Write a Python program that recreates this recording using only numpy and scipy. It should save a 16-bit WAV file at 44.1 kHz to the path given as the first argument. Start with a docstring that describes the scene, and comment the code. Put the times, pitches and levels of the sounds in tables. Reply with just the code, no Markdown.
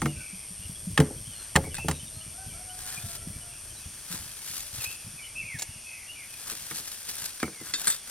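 """Cases and a food bag by an evening lake

A glass bottle is stood on an aluminium case and a second case is pressed into the grass: lids ring and
boxes boom. A plastic bag of food is lifted and moved, crinkling, its utensils clinking, while feet thump
softly on turf. Two bush-crickets buzz with rapid wing strokes in front of an insect chorus, birds
whistle through the trees and a hoarse rooster crows far off."""
import sys
import numpy as np
from scipy import signal
from scipy.fft import rfft, irfft, next_fast_len
from scipy.io import wavfile
from scipy.ndimage import map_coordinates

SR = 44100
rng = np.random.default_rng(int(sys.argv[2]) if len(sys.argv) > 2 else 0)


def master(y):
    """Save y as 16-bit WAV."""
    cut = np.clip(np.atleast_2d(y).T, -1, 1)
    pcm = np.round(cut * 32767)  # scale
    wavfile.write(sys.argv[1], SR, pcm.astype(np.int16))


N = 357210

# how heavily the feet shift about: (time [s], level [dB])
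FOOT_WEIGHT = [(0, -42), (0.3, -53.5), (1.1, -46), (1.4, -51.5), (1.8, -38), (2.0, -48), (2.9, -50),
               (3.25, -43), (3.6, -50.5), (4.4, -57), (5.5, -53), (5.9, -57.5), (8.1, -62)]
# reverb of the trees: (frequency [Hz], t60 [s])
TREE_DECAY = [(200, 0.64), (2500, 0.86), (10000, 0.056)]


def amp(db):
    """Decibels to gain."""
    return 10 ** (np.asarray(db) / 20)


def unit(x):
    """Scaled to rms 1."""
    return x / np.sqrt(np.mean(x ** 2) + 1e-20)


def along(points, hz):
    """(frequency [Hz], value) points read on a log axis."""
    f, v = np.transpose(points)
    return np.interp(np.log(hz + 1), np.log(f + 1), v)


def curves(rows):
    """An automation curve for each column after the time."""
    s, *cols = np.transpose(rows)
    return [np.interp(np.arange(N) / SR, s, c) for c in cols]


def wobble(rate):
    """A smooth random curve, rate knots a second."""
    knots = rng.standard_normal(int(N * rate / SR) + 4)
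    return map_coordinates(knots, [np.arange(N) * rate / SR])


def add(track, s, sound):
    """Mix a sound into a stereo track at time s."""
    start = max(round(s * SR), 0)
    track[:, start:start + sound.shape[-1]] += sound[..., :N - start]


def noise(spectrum, alike=None, size=N):
    """Stereo noise of rms 1, coloured by (frequency [Hz], level [dB]) points; wider in the treble."""
    # default stereo image: (frequency [Hz], left-right likeness [0-1])
    usual_alike = [(4000, 1), (8000, 0.58), (13000, 0.55)]
    hz = np.fft.rfftfreq(size, 1 / SR)
    width = np.arccos(np.clip(along(alike or usual_alike, hz), -1, 1)) / 2
    coloured = rfft(rng.standard_normal((2, size))) * amp(along(spectrum, hz))
    mid, side = irfft(coloured * [np.cos(width), np.sin(width)], size)
    return unit(np.array([mid + side, mid - side]))


def place(x, left_db, lead_ms):
    """Pan: the left side leads, and is left_db louder at 10 kHz as the right's treble is shaded."""
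    side, size = np.array([[.5], [-.5]]), x.shape[-1]
    hz = np.fft.rfftfreq(size, 1 / SR)
    arrival = np.exp(2j * np.pi * hz * side * lead_ms / 1000)
    shade = amp(side * left_db * hz / 10000)
    return irfft(rfft(x) * arrival * shade, size)


def ring(modes, t, detune=.006):
    """Decaying modes, one a row; every blow shares its force among them anew."""
    hz, db, t60 = np.transpose(modes)[:, :, None]
    gain = amp(db + 1.5 * rng.standard_normal(hz.shape))
    gain /= np.sqrt(np.sum(gain ** 2) / 2)
    sign = (-1) ** np.arange(len(hz))[:, None]
    hz = hz * (1 + detune * rng.standard_normal(hz.shape))
    return sign * gain * amp(-60 * t / t60) * np.sin(2 * np.pi * hz * t)


def evening_air():
    """The bed: a swelling haze of distant birds over the open air."""
    # colour of the air: (frequency [Hz], level [dB])
    air_colour = [(120, -39), (200, -0.5), (475, -19.5), (614, -6), (954, -10.5), (1180, -13.5),
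                  (1890, -21), (2560, -1), (3360, -11), (3790, -15), (4620, 0.5), (5210, -16.5),
                  (5710, 3.5), (7500, -4), (9750, -54), (16500, -120)]
    haze_colour = [(1000, -60), (1500, -17), (2300, 0), (2800, -7.5), (3400, 5.5), (4200, -28),
                   (6000, -60)]
    haze = amp(-60 + 1.8 * wobble(7)) * noise(haze_colour)
    air = amp(-53.7 + 0.9 * wobble(4.16)) * noise(air_colour)
    return haze + air


def buzz(rate_hz, start_hz, end_hz, stroke_s, scatter, unsteady):
    """Each wing stroke is a falling chirp, at a slightly unsteady rate; grass adds a short tail."""
    t = np.arange(SR // 40) / SR
    u = np.minimum(t / stroke_s, 1)
    chirp = np.sin(np.pi * u) ** 2 * np.sin(2 * np.pi * t * (start_hz + (end_hz - start_hz) * u / 2))
    beats = np.floor(np.cumsum(rate_hz * (1 + unsteady * wobble(70))) / SR)
    strokes = np.diff(beats, prepend=0) * amp(wobble(60))
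    grass = scatter * rng.standard_normal((2, len(t))) / np.sqrt(len(t))
    grass[:, 0] = 1  # the direct path
    voice = signal.fftconvolve(chirp[None], grass, axes=1)
    return unit(signal.fftconvolve(strokes[None], voice, axes=1)[:, :N])


def insects():
    """Two near bush-crickets in front of a blurred chorus and a broad background hiss."""
    # the crickets' faders: (time [s], low singer [dB], high singer [dB])
    cricket_levels = [(0, -51.5, -49.5), (0.7, -49, -48.5), (2, -51, -49.5), (3.1, -51.5, -48.5),
                      (3.9, -54, -51), (4.5, -72.5, -48), (5.4, -56.5, -51), (6.2, -64, -51),
                      (7.2, -71, -52), (7.5, -76, -54), (8.1, -72, -54)]
    # insect chorus over a broad, even background hiss: (frequency [Hz], level [dB])
    chorus_and_hiss = [(4000, -10), (5000, -3.5), (5700, 0), (6400, -19), (7400, -18), (8200, -2.5),
                       (9000, 9), (9500, 5), (10200, -6), (11200, -36), (12000, -10), (13000, -42),
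                       (16000, -58)]
    # stereo image of that bed: (frequency [Hz], left-right likeness [0-1])
    bed_alike = [(6000, 1), (9000, 0.65), (12000, 0.25)]
    low_db, high_db = curves(cricket_levels)
    low = buzz(rate_hz=107.2, start_hz=9160, end_hz=8080, stroke_s=.0041, scatter=.056, unsteady=.0023)
    high = buzz(rate_hz=131.2, start_hz=12350, end_hz=9400, stroke_s=.0069, scatter=.8, unsteady=.0076)
    bed = amp(-47 + 0.44 * wobble(3.3)) * noise(chorus_and_hiss, alike=bed_alike)
    ahead = place(amp(low_db + 3.5) * low + bed, left_db=1, lead_ms=0)
    return ahead + place(amp(high_db - 1) * high, left_db=7, lead_ms=.075)


def shuffles(count):
    """Small random shifts of weight, heavier while the feet are busy, as footfall rows."""
    when, pitch, size = rng.random((count, 3)).T
    s = when * N / SR
    db = np.interp(s, *np.transpose(FOOT_WEIGHT)) + 12 + 2 * size
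    hz = 121 * 2 ** (pitch - .5)
    return list(zip(s, db, hz))


def steps():
    """Turf takes each footfall as a dull push of a cycle or two, over an uneven low rumble."""
    # firm footfalls: (time [s], level [dB], pitch [Hz])
    footfalls = [(0.592, -34.5, 81), (0.652, -34.5, 78), (0.695, -31.5, 146), (0.83, -37.5, 90),
                 (0.903, -27.5, 107), (1.159, -34, 115), (1.207, -37, 94.5), (1.275, -33.5, 107),
                 (2.463, -32, 89), (3.046, -33, 87), (3.272, -29.5, 182), (3.296, -32.5, 101),
                 (3.359, -33, 75), (3.858, -34.5, 82), (4.198, -37.5, 75), (4.731, -39.5, 88.5),
                 (4.783, -36, 106), (5.544, -31, 117), (5.689, -37.5, 86), (5.759, -40, 125)]
    # colour of the ground rumble: (frequency [Hz], level [dB])
    rumble_colour = [(12, -45), (20, -4), (86, -1.5), (135, -5.5), (252, -23), (284, -17.5), (362, -20.5),
                     (500, -23), (650, -18), (1100, -120)]
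    scuff_colour = [(15, -38), (40, -14), (90, -2.5), (220, -6), (500, -41), (3000, -37)]
    out, t = np.zeros((2, N)), np.arange(SR // 4) / SR
    for s, db, hz in footfalls + shuffles(count=26):
        half_cycles = 2 * t * hz
        push = half_cycles * np.exp(1 - half_cycles) * np.sin(2 * np.pi * hz * t)
        scuff = amp(-6.5 - 60 * t / 0.17) * noise(scuff_colour, size=len(t))
        add(out, s, amp(db - 1) * (push + scuff * (1 - np.exp(-t / 0.0065))))
    ground_db, = curves(FOOT_WEIGHT)
    return out + amp(ground_db - 2.5 + 1.8 * wobble(14)) * noise(rumble_colour)


def handling():
    """Rustle and crinkle envelopes: each stroke swells, holds and fades above the held bag's stir."""
    # light rustle of the bag as it hangs or is held: (time [s], level [dB])
    held = [(0, -69), (2.6, -67.5), (3.5, -63.5), (4.3, -59.5), (5.0, -60.5), (5.35, -65.5), (5.95, -67),
            (6.45, -57.5), (7.05, -58), (7.45, -59.5), (8.1, -73)]
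    # hands over grass, cloth and plastic:
    # (time [s], hold [s], rustle [dB], relative crinkle [dB], swell [s], fade [s])
    rubs = [(1.37, 0.1, -57, -11, 0.058, 0.04), (2.79, .04, -56, 1.5, .03, 0.043),
            (2.896, 0.027, -48.5, -0.5, 0.054, 0.11), (3.139, 0.028, -57.5, 7, 0.11, 0.0078),
            (4.12, 0.016, -47, 2, 0.022, 0.072), (4.46, 0.13, -56.5, 7.5, 0.044, 0.095),
            (4.785, 0.073, -54.5, 6, 0.062, 0.025), (4.906, 0.033, -57.5, 5.5, 0.023, 0.018),
            (6.485, 0.031, -48, -1.5, 0.038, 0.024), (6.693, 0.03, -54.5, 2.5, 0.013, 0.025),
            (6.749, 0.053, -54.5, 4.5, 0.019, 0.025), (6.858, 0.026, -56, 4.5, .02, 0.064),
            (7.088, 0.023, -51.5, 4.5, 0.017, 0.023), (7.178, 0.086, -52, 4.5, 0.037, 0.026),
            (7.664, 0.027, -51.5, -1.5, 0.07, 0.067), (7.8, 0.12, -49.5, 3, 0.026, 0.049),
            (8.069, .05, -53, -1, 0.025, .047)]
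    # sharp creases snapping in the plastic: (time [s], level [dB])
    creases = [(4.556, -48), (4.603, -46), (6.478, -36), (6.522, -77), (6.622, -42), (6.764, -47),
               (6.778, -47), (6.799, -43), (6.885, -49), (6.92, -49), (7.09, -45), (7.257, -39)]
    t = np.arange(N) / SR
    held_db, = curves(held)
    rustle_power = amp(held_db) ** 2
    crinkle_power = amp(-73 + 3.03 * (held_db - held_db.mean())) ** 2  # swings wider than the rustle
    for s, hold_s, db, crinkle_db, swell_s, fade_s in rubs:
        stroke = np.exp(-np.maximum(s - t, 0) / swell_s - np.maximum(t - s - hold_s, 0) / fade_s)
        rustle_power += (amp(db) * stroke) ** 2
        crinkle_power += (amp(db + crinkle_db) * stroke) ** 2
    for s, db in creases:
        crinkle_power += (amp(db) * (t >= s) * np.exp(-abs(t - s) / .003)) ** 2
    return np.sqrt(rustle_power), np.sqrt(crinkle_power)


def bag():
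    """Cloth and plastic rub, and the thin bag crinkles: tiny snaps in uneven clumps as hands move."""
    # colours of the rubbing and of the crinkling plastic: (frequency [Hz], level [dB])
    rustle_colour = [(150, -1), (400, -5), (900, -2), (1700, 5.5), (2600, -14), (4500, -27), (8000, 5),
                     (16000, -40)]
    plastic_colour = [(1000, -11), (2500, 0.5), (4500, 6), (7000, 5.5), (10000, 6.5), (13500, 1.5),
                      (16000, -10.5)]
    rustle, crinkle = handling()
    snaps = (rng.random(N) < 420 / SR) * amp(4.8 * rng.exponential(size=N).clip(0, 3))
    grains = unit(signal.lfilter([1], [1, -np.exp(-1 / (0.002 * SR))], snaps))  # 2 ms tails
    clumps = amp(.9 * wobble(45))
    rubbing = amp(5.5) * rustle * unit((1.8 + grains) * clumps) * noise(rustle_colour)
    snapping = amp(11) * crinkle * unit((.9 + grains) * clumps) * noise(plastic_colour)
    return place(rubbing + snapping, left_db=3.5, lead_ms=.068)


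def case_at(s):
    """Box and lid modes of the case being handled at time s: the middle one or the left one."""
    # boxy modes of each case: (frequency [Hz], level [dB], t60 [s])
    left_box = [(76.6, 0, 0.27), (146.3, 4, 0.27), (200.3, -2, 0.286), (236.7, 1, 0.16), (321.3, -2.5, .22),
                (426, -3, 0.085), (481, -3, 0.11), (589, -9, .2), (730, -3, 0.16)]
    middle_box = [(79.6, 5, 0.34), (106, -7.5, 0.2), (145, 5, 0.23), (173.4, 1.5, .24), (249, -4.5, 0.31),
                  (270.8, -3, 0.25), (328, -2.5, 0.14), (431, 1.5, 0.15), (537, -4, 0.23), (636, -9, .16),
                  (730, 0, 0.078), (834, 0.5, 0.097), (893, -2, .1)]
    # stiff modes of each lid and rim: (frequency [Hz], level [dB], t60 [s])
    left_lid = [(891, -11, 0.085), (1086, -7.5, 0.061), (1257, 3, 0.048), (1360, -3, 0.064),
                (1528, 4, 0.028), (1800, 0.5, 0.025), (1900, 3, 0.028), (2117, -2, 0.063),
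                (2260, -2.5, 0.056), (2880, -8, 0.024)]
    middle_lid = [(1088, -11, .08), (1253, -5.5, 0.056), (1407, -14.5, 0.098), (1605, -9, 0.073),
                  (1764, 2.5, 0.03), (1898, 9.5, 0.012), (2100, -10, 0.065), (2596, -9.5, 0.044),
                  (2950, 0, 0.018), (3170, -11, 0.053), (3850, -17, 0.043)]
    return (middle_box, middle_lid) if 0.95 < s < 4 else (left_box, left_lid)


def knocks():
    """The lid rings under a crack, both duller for a softer touch, with a tick and a hollow clap."""
    # hard contacts: (time [s], level [dB], relative tick [dB], relative clap [dB], low-pass [Hz])
    hits = [(0.0171, -18.5, 4, -1, 2820), (0.057, -16.5, -2, -5, 2620), (0.976, -3.5, -3.5, -14, 7000),
            (1.001, -12, 2, -6.5, 5000), (1.5548, -6.5, -8, -6, 2600), (1.5605, -1.5, 1.5, -27, 6000),
            (1.638, -30.5, -10, 1, 1800), (1.782, -24, -10, -0.5, 2200), (1.8835, -15.5, 6.5, 1.5, 5000),
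            (1.9117, -20.5, 10, -8, 5000), (6.711, -27, -11, -24, 3000), (7.4283, -16, 3, -9, 4800),
            (7.477, -32, -8, -7, 2000), (7.872, -27, -7, -14, 3500), (7.879, -23.5, -7, -18, 3000),
            (7.902, -34, -7, -20, 3000)]
    # where the hands work, left case to middle and back: (time [s], left lead [ms])
    hand_position = [(0, 0.038), (1.55, 0.022), (4.1, .06)]
    # colours of the crack and the bright tick: (frequency [Hz], level [dB])
    crack_colour = [(300, -32), (900, -1.5), (2000, 3.5), (3500, 2), (5000, -4), (15000, -33)]
    tick_colour = [(2500, -5), (4500, -2), (7000, 3), (9500, 10), (11000, -11), (16000, -34)]
    clap_colour = [(30, -53), (150, 9.5), (450, -7.5), (850, 6.5), (1800, -12)]
    out, t = np.zeros((2, N)), np.arange(SR // 4) / SR
    attack = 1 - np.exp(-t * SR / 20)
    for s, db, tick_db, clap_db, hard_hz in hits:
        _, lid_modes = case_at(s)
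        lid = amp(-5.5) * ring(lid_modes, t).sum(0)
        crack = amp(-14 - 60 * t / 0.036) * noise(crack_colour, size=len(t))
        contact = signal.sosfilt(signal.butter(2, hard_hz, fs=SR, output="sos"), lid + crack)
        tick = amp(tick_db - 12.5 - 60 * t / 0.027) * noise(tick_colour, size=len(t))
        clap = amp(clap_db - 8.5 - 60 * t / 0.09) * noise(clap_colour, size=len(t))
        lead_ms = np.interp(s, *np.transpose(hand_position))
        add(out, s, place(amp(db) * (contact + tick + clap) * attack, left_db=-1.5, lead_ms=lead_ms))
    return out


def thuds():
    """The box booms, low for a soft landing and high for a stiff spot, and its load shudders."""
    # weight landing on a case:
    # (time [s], level [dB], upper corner [Hz], lower corner [Hz], damping by hand and load [dB/s])
    landings = [(0.019, -22, 403, 115, 18), (0.037, -18.5, 229, 70, 10), (0.059, -22.5, 600, 115, 8),
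                (0.982, -18, 400, 150, 100), (0.9916, -4.5, 302, 113, 132), (1.003, -6.5, 450, 290, 130),
                (1.105, -26.5, 550, 280, 100), (1.557, -11.5, 240, 81, 110), (1.569, -11, 950, 460, 128),
                (1.636, -31, 600, 170, 150), (1.668, -27.5, 590, 200, 200), (1.844, -24, 500, 70, 98),
                (1.887, -19, 450, 60, 46), (4.136, -32.5, 260, 140, 144), (6.519, -32.5, 380, 290, 105),
                (6.712, -28.5, 310, 230, 96), (6.8, -40, 310, 230, 95), (7.428, -15.5, 425, 225, 175),
                (7.434, -24, 130, 70, 150), (7.477, -31, 555, 280, 150), (7.611, -30, 336, 280, 151),
                (7.737, -34, 380, 290, 300)]
    load_colour = [(20, -45), (60, -19), (140, -6), (450, -5.5), (700, -22.5), (2000, -24.5), (6000, -70)]
    out, t = np.zeros((2, N)), np.arange(SR // 2) / SR
    attack = 1 - np.exp(-t / .001)
    for s, db, soft_hz, low_hz, damping in landings:
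        modes, _ = case_at(s)
        mode_hz = np.array(modes)[:, :1]
        reach = 1 / np.sqrt((1 + (mode_hz / soft_hz) ** 6) * (1 + (low_hz / mode_hz) ** 6))
        direction = rng.choice([-1, 1], mode_hz.shape)  # the spot pushes each mode in or out
        box = (ring(modes, t) * reach * direction).sum(0) * amp(-1.5 - damping * t)
        shudder = amp(-25 - 60 * t / 0.36) * noise(load_colour, size=len(t))
        add(out, s, amp(db) * (box + shudder) * attack)
    # the thuds carry almost nothing below about 60 Hz
    return signal.sosfilt(signal.butter(3, 62, "highpass", fs=SR, output="sos"), out)


def sing(notes, overtone_db, waver, flutter_db):
    """Each note glides through three pitches, with an octave and a quaver; it weakens as it sinks."""
    out, quaver, flutter = np.zeros((2, N)), wobble(130), wobble(70)
    for s, length, start_hz, middle_hz, end_hz, db in notes:
        u = np.linspace(0, 1, max(round(length * SR), 2))
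        span = round(s * SR) + np.arange(len(u))
        glide = np.polyval(np.polyfit([0, .5, 1], [start_hz, middle_hz, end_hz], 2), u)
        phase = 2 * np.pi * np.cumsum(glide * (1 + waver * quaver[span])) / SR
        octaves_sunk = np.maximum(np.log2(start_hz / glide), 0)
        level = amp(db + flutter_db * flutter[span] - 11 * octaves_sunk)
        tone = np.sin(phase) + amp(overtone_db) * np.sin(2 * phase)
        add(out, s, level * np.abs(np.sin(np.pi * u)) ** .5 * tone)
    return out


def among_trees(x, decay):
    """Trunks and leaves scatter a call into a tail; decay is (frequency [Hz], t60 [s])."""
    hz, t, bands = signal.stft(noise([(100, 0), (10000, 0)], size=SR), SR, nperseg=256)
    tail = signal.istft(bands * amp(-60 * t / along(decay, hz)[:, None]), SR, nperseg=256)[1]
    return signal.fftconvolve(x, tail / np.linalg.norm(tail[0]), axes=1)[:, :N]


def chatter(count, hz, db):
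    """Short chirps of farther birds at random moments, as notes for sing."""
    when, duration = rng.random((2, count))
    pitch, bend, slope, size = rng.standard_normal((4, count))
    s, length = when * (N / SR - .2), 0.029 + 0.0445 * duration
    middle = hz * np.exp(.16 * pitch)
    start, end = middle * (1 + 0.075 * bend), middle * (1 + 0.062 * slope)
    return np.transpose([s, length, start, middle, end, db + 2 * size])


def birds():
    """Calls arrive partly straight, partly through leaves; fainter birds are scattered more."""
    # bird whistles and chirps, plus one faint note of the far rooster near 1500 Hz:
    # (time [s], length [s], start [Hz], end [Hz], level [dB])
    calls = [(0.07, 0.053, 2890, 2750, -48.5), (0.166, 0.075, 1520, 1420, -56),
             (0.589, 0.033, 2980, 3080, -59), (0.618, 0.056, 2830, 2820, -52.5),
             (0.749, 0.027, 3230, 3320, -50.5), (1.171, 0.025, 3130, 3280, -52),
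             (1.249, 0.034, 2850, 3350, -50), (1.284, 0.08, 3260, 2810, -53),
             (1.335, 0.11, 4200, 4050, -54), (1.635, 0.052, 2230, 2190, -51),
             (1.706, 0.065, 3025, 2440, -48), (1.766, 0.09, 2486, 2730, -41),
             (1.923, 0.071, 3830, 3660, -53), (1.991, 0.026, 2950, 3100, -47),
             (2.058, 0.031, 3670, 3570, -53), (2.13, 0.088, 3950, 4350, -55.5),
             (2.205, 0.026, 2730, 3100, -51), (2.48, 0.038, 3240, 2890, -57), (2.5, .05, 2400, 2245, -53),
             (2.694, 0.029, 2840, 3090, -50), (2.966, 0.029, 2370, 2400, -46.5),
             (3.002, 0.067, 3440, 3600, -55), (3.327, 0.038, 2240, 2290, -58),
             (3.403, 0.039, 3030, 2830, -54), (3.479, 0.125, 2710, 2550, -59),
             (3.695, 0.026, 3024, 3130, -55), (3.758, 0.043, 3950, 3800, -54),
             (3.8, 0.043, 2650, 2450, -59), (4.797, 0.039, 2740, 2350, -44.5),
             (4.844, 0.055, 2434, 2610, -40.5), (4.89, 0.049, 2615, 2610, -45.5),
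             (5.177, 0.033, 2590, 2200, -42), (5.222, 0.056, 2970, 2830, -47.5),
             (5.353, 0.073, 2568, 2647, -35), (5.411, 0.029, 2350, 2100, -41),
             (5.439, 0.07, 2504, 2290, -43), (5.472, 0.11, 2430, 1600, -38.5),
             (5.84, 0.15, 2530, 2507, -47.5), (6.061, 0.092, 2616, 2936, -47.5),
             (6.14, 0.11, 2560, 1900, -48), (6.27, 0.13, 2580, 2390, -55),
             (7.406, 0.071, 2450, 2130, -48.5), (7.522, .11, 2300, 1926, -54)]
    # short reverb of the leaves: (frequency [Hz], t60 [s])
    leaf_decay = [(200, .2), (3000, .17), (10000, .1)]
    direct, scattered, echoing = [], [], []
    for s, length, start, end, db in calls:
        middle = 1.0194 * (start + end) / 2  # the pitch bows upward in mid-note
        note = (s, length, start, middle, end)
        leaf_share = np.interp(db, [-54, -36], [.25, .08])
        direct.append((*note, db + 10 * np.log10(1 - leaf_share)))
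        scattered.append((*note, db + 10 * np.log10(leaf_share)))
        echoing.append((*note, db - 8.5))
    straight = sing(direct, overtone_db=-32, waver=0.012, flutter_db=1.8)
    leafy = among_trees(sing(scattered, overtone_db=-30, waver=0.03, flutter_db=3), leaf_decay)
    echo = sing(echoing, overtone_db=-20, waver=0.04, flutter_db=3)
    far_birds = sing(chatter(count=130, hz=2900, db=-63.5), overtone_db=-30, waver=0.025, flutter_db=2)
    return amp(3.5) * (straight + leafy) + among_trees(echo + far_birds, TREE_DECAY)


def far_calls():
    """Falling calls that arrive by so many paths that only a sliding band is left."""
    # calls from deep in the trees: (time [s], length [s], start [Hz], end [Hz], level [dB])
    calls = [(0.111, 0.24, 2620, 2350, -48), (0.3, 0.19, 2450, 2240, -54.5), (5.19, 0.14, 2400, 2200, -55),
             (5.453, 0.16, 2445, 2150, -50), (5.655, 0.22, 2850, 2600, -53.5),
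             (5.865, 0.23, 2330, 2140, -50), (6.152, 0.14, 2500, 2150, -51.5)]
    out = np.zeros((2, N))
    paths = wobble(520) + 1j * wobble(520)  # the paths beat against each other
    for s, length, start_hz, end_hz, db in calls:
        u = np.linspace(0, 1, round(length * SR))
        call = np.exp(2j * np.pi * np.cumsum(start_hz + (end_hz - start_hz) * u) / SR)
        smeared = (call * paths[round(s * SR):][:len(u)]).real
        add(out, s, amp(db) * np.abs(np.sin(np.pi * u)) ** .5 * smeared)
    return out


def bumps():
    """A hand or the bag nudges one panel of a case, which gives a small round note."""
    # soft touches: (time [s], level [dB], pitch [Hz], t60 [s])
    touches = [(0.325, -34, 185, 0.15), (0.503, -35, 181, 0.11), (0.869, -19, 181, 0.096),
               (0.914, -32.5, 194, 0.13), (4.1, -34, 173, 0.17)]
    out, t = np.zeros((2, N)), np.arange(SR // 3) / SR
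    soft_attack = 1 - np.exp(-(t / .006) ** 2)
    for s, db, hz, t60 in touches:
        add(out, s, amp(db - 60 * t / t60) * np.sin(2 * np.pi * hz * t) * soft_attack)
    return out


def clinks():
    """Small metal parts touch: a short scrape and a sharp snap, then thin high modes ring on."""
    # utensils and fittings:
    # (time [s], level [dB], relative treble [dB], decay scale [s], relative contact noise [dB])
    touches = [(1.744, -27.5, 4.5, 0.018, 2.5), (1.751, -32, 6, 0.04, 4), (1.767, -35, 0, 0.041, 7),
               (7.401, -35, -2, 0.08, 5), (7.7375, -21, -11, 0.16, -4), (7.8708, -22.5, 9, 0.084, 0),
               (7.8787, -24, 11.5, 0.08, 1), (7.901, -26.5, 8, 0.11, -1.5), (7.921, -35.5, 3, 0.26, -3)]
    # a utensil's modes, and its highest, reached by sharp contacts: (frequency [Hz], level [dB], t60 [s])
    body_modes = [(1518, -16, 0.084), (2000, -1, 0.044), (2620, -7, 0.13), (3345, 0, 0.099),
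                  (3650, -1, 0.28), (3680, -4, 0.21), (4170, 8, 0.041), (4400, -1, .2), (4850, 1.5, 0.11),
                  (5150, -1, 0.083), (6056, 0, 0.15), (7170, 2, .22)]
    tine_modes = [(6627, 1, .2), (7445, -6, .2), (7897, 11, 0.25), (8660, -3.5, 0.14), (9878, 6, .2),
                  (10800, 0.5, .21), (12000, -4, 0.12), (13600, -4.5, .15), (14842, -18, .14)]
    # colours of the scrape and the snap: (frequency [Hz], level [dB])
    scrape_colour = [(300, 0), (800, -11), (1600, 13), (2400, -2), (3800, 7), (7000, 2), (15000, -65)]
    snap_colour = [(3000, -16), (6000, -12), (9000, 7), (11000, -10), (14000, -18), (16000, -26)]
    out, t = np.zeros((2, N)), np.arange(SR // 4) / SR
    for s, db, treble_db, decay_s, contact_db in touches:
        body = ring(body_modes, t, detune=.001).sum(0)
        tines = amp(treble_db - 2.5) * ring(tine_modes, t, detune=.001).sum(0)
        grip = amp(-4 - 12 * t / decay_s) * (decay_s / .1)  # a firmly held part rings less
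        scrape = amp(-7) * noise(scrape_colour, size=len(t))
        snap = amp(treble_db - 6) * noise(snap_colour, size=len(t))
        contact = amp(contact_db - 75 * t / decay_s) * (scrape + snap)
        add(out, s, amp(db) * (grip * (body + tines) + contact))
    return place(out, left_db=3, lead_ms=.06)


def rooster():
    """A hoarse far crow with a strong octave, echoing in the trees."""
    # the crow: (time [s], length [s], start [Hz], middle [Hz], end [Hz], level [dB])
    syllables = [(2.1, 0.14, 619, 640, 648, -59), (2.335, 0.14, 659, 763, 725, -53),
                 (2.53, 0.11, 633, 720, 740, -53.5), (2.6, 0.34, 739, 731, 731, -52.5),
                 (2.94, 0.338, 700, 679, 671, -57.5), (3.33, .27, 705, 702, 680, -62)]
    crow = amp(-1.5) * sing(syllables, overtone_db=-3.5, waver=.008, flutter_db=2.4)
    return crow + among_trees(amp(-6) * crow, TREE_DECAY)


def clicks():
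    """Light things from the bag are laid down: a soft-edged tap with a very short ring."""
    # dry taps: (time [s], level [dB])
    taps = [(5.587, -31), (5.594, -26), (5.609, -33), (5.6202, -22.5), (5.6235, -25.5)]
    # what those things ring with: (frequency [Hz], level [dB], t60 [s])
    modes = [(2810, -6, .07), (3810, -1, .05), (4390, -5, .05), (5750, -4, .05), (6690, 0, .07),
             (7330, 1, .07), (8180, -1, .04), (9070, -2, 0.055), (13300, -8, .04), (15000, -11, .04)]
    tap_colour = [(150, -14), (600, 1.5), (1300, -7), (6500, 1.5), (11000, 0.5), (16000, -8)]
    out, t = np.zeros((2, N)), np.arange(SR // 8) / SR
    attack = 1 - np.exp(-t / .0008)
    for s, db in taps:
        tap = amp(-2.5 - 60 * t / 0.043) * noise(tap_colour, size=len(t))
        ping = amp(-8) * ring(modes, t, detune=.002).sum(0)
        add(out, s, amp(db) * (ping + tap) * attack)
    return place(out, left_db=0, lead_ms=.03)


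def scene():
    """The handling in front, the evening around it."""
    foreground = knocks() + thuds() + bumps() + clinks() + clicks() + steps() + bag()
    return foreground + insects() + birds() + far_calls() + rooster() + evening_air()


def record(dry):
    """A brick-wall low-pass takes off the very top."""
    size = next_fast_len(N + SR // 2)
    passband = np.fft.rfftfreq(size, 1 / SR) < 15900
    return irfft(rfft(dry, size) * passband, size)[:, :N]


dry = scene()
out = record(dry)
master(out)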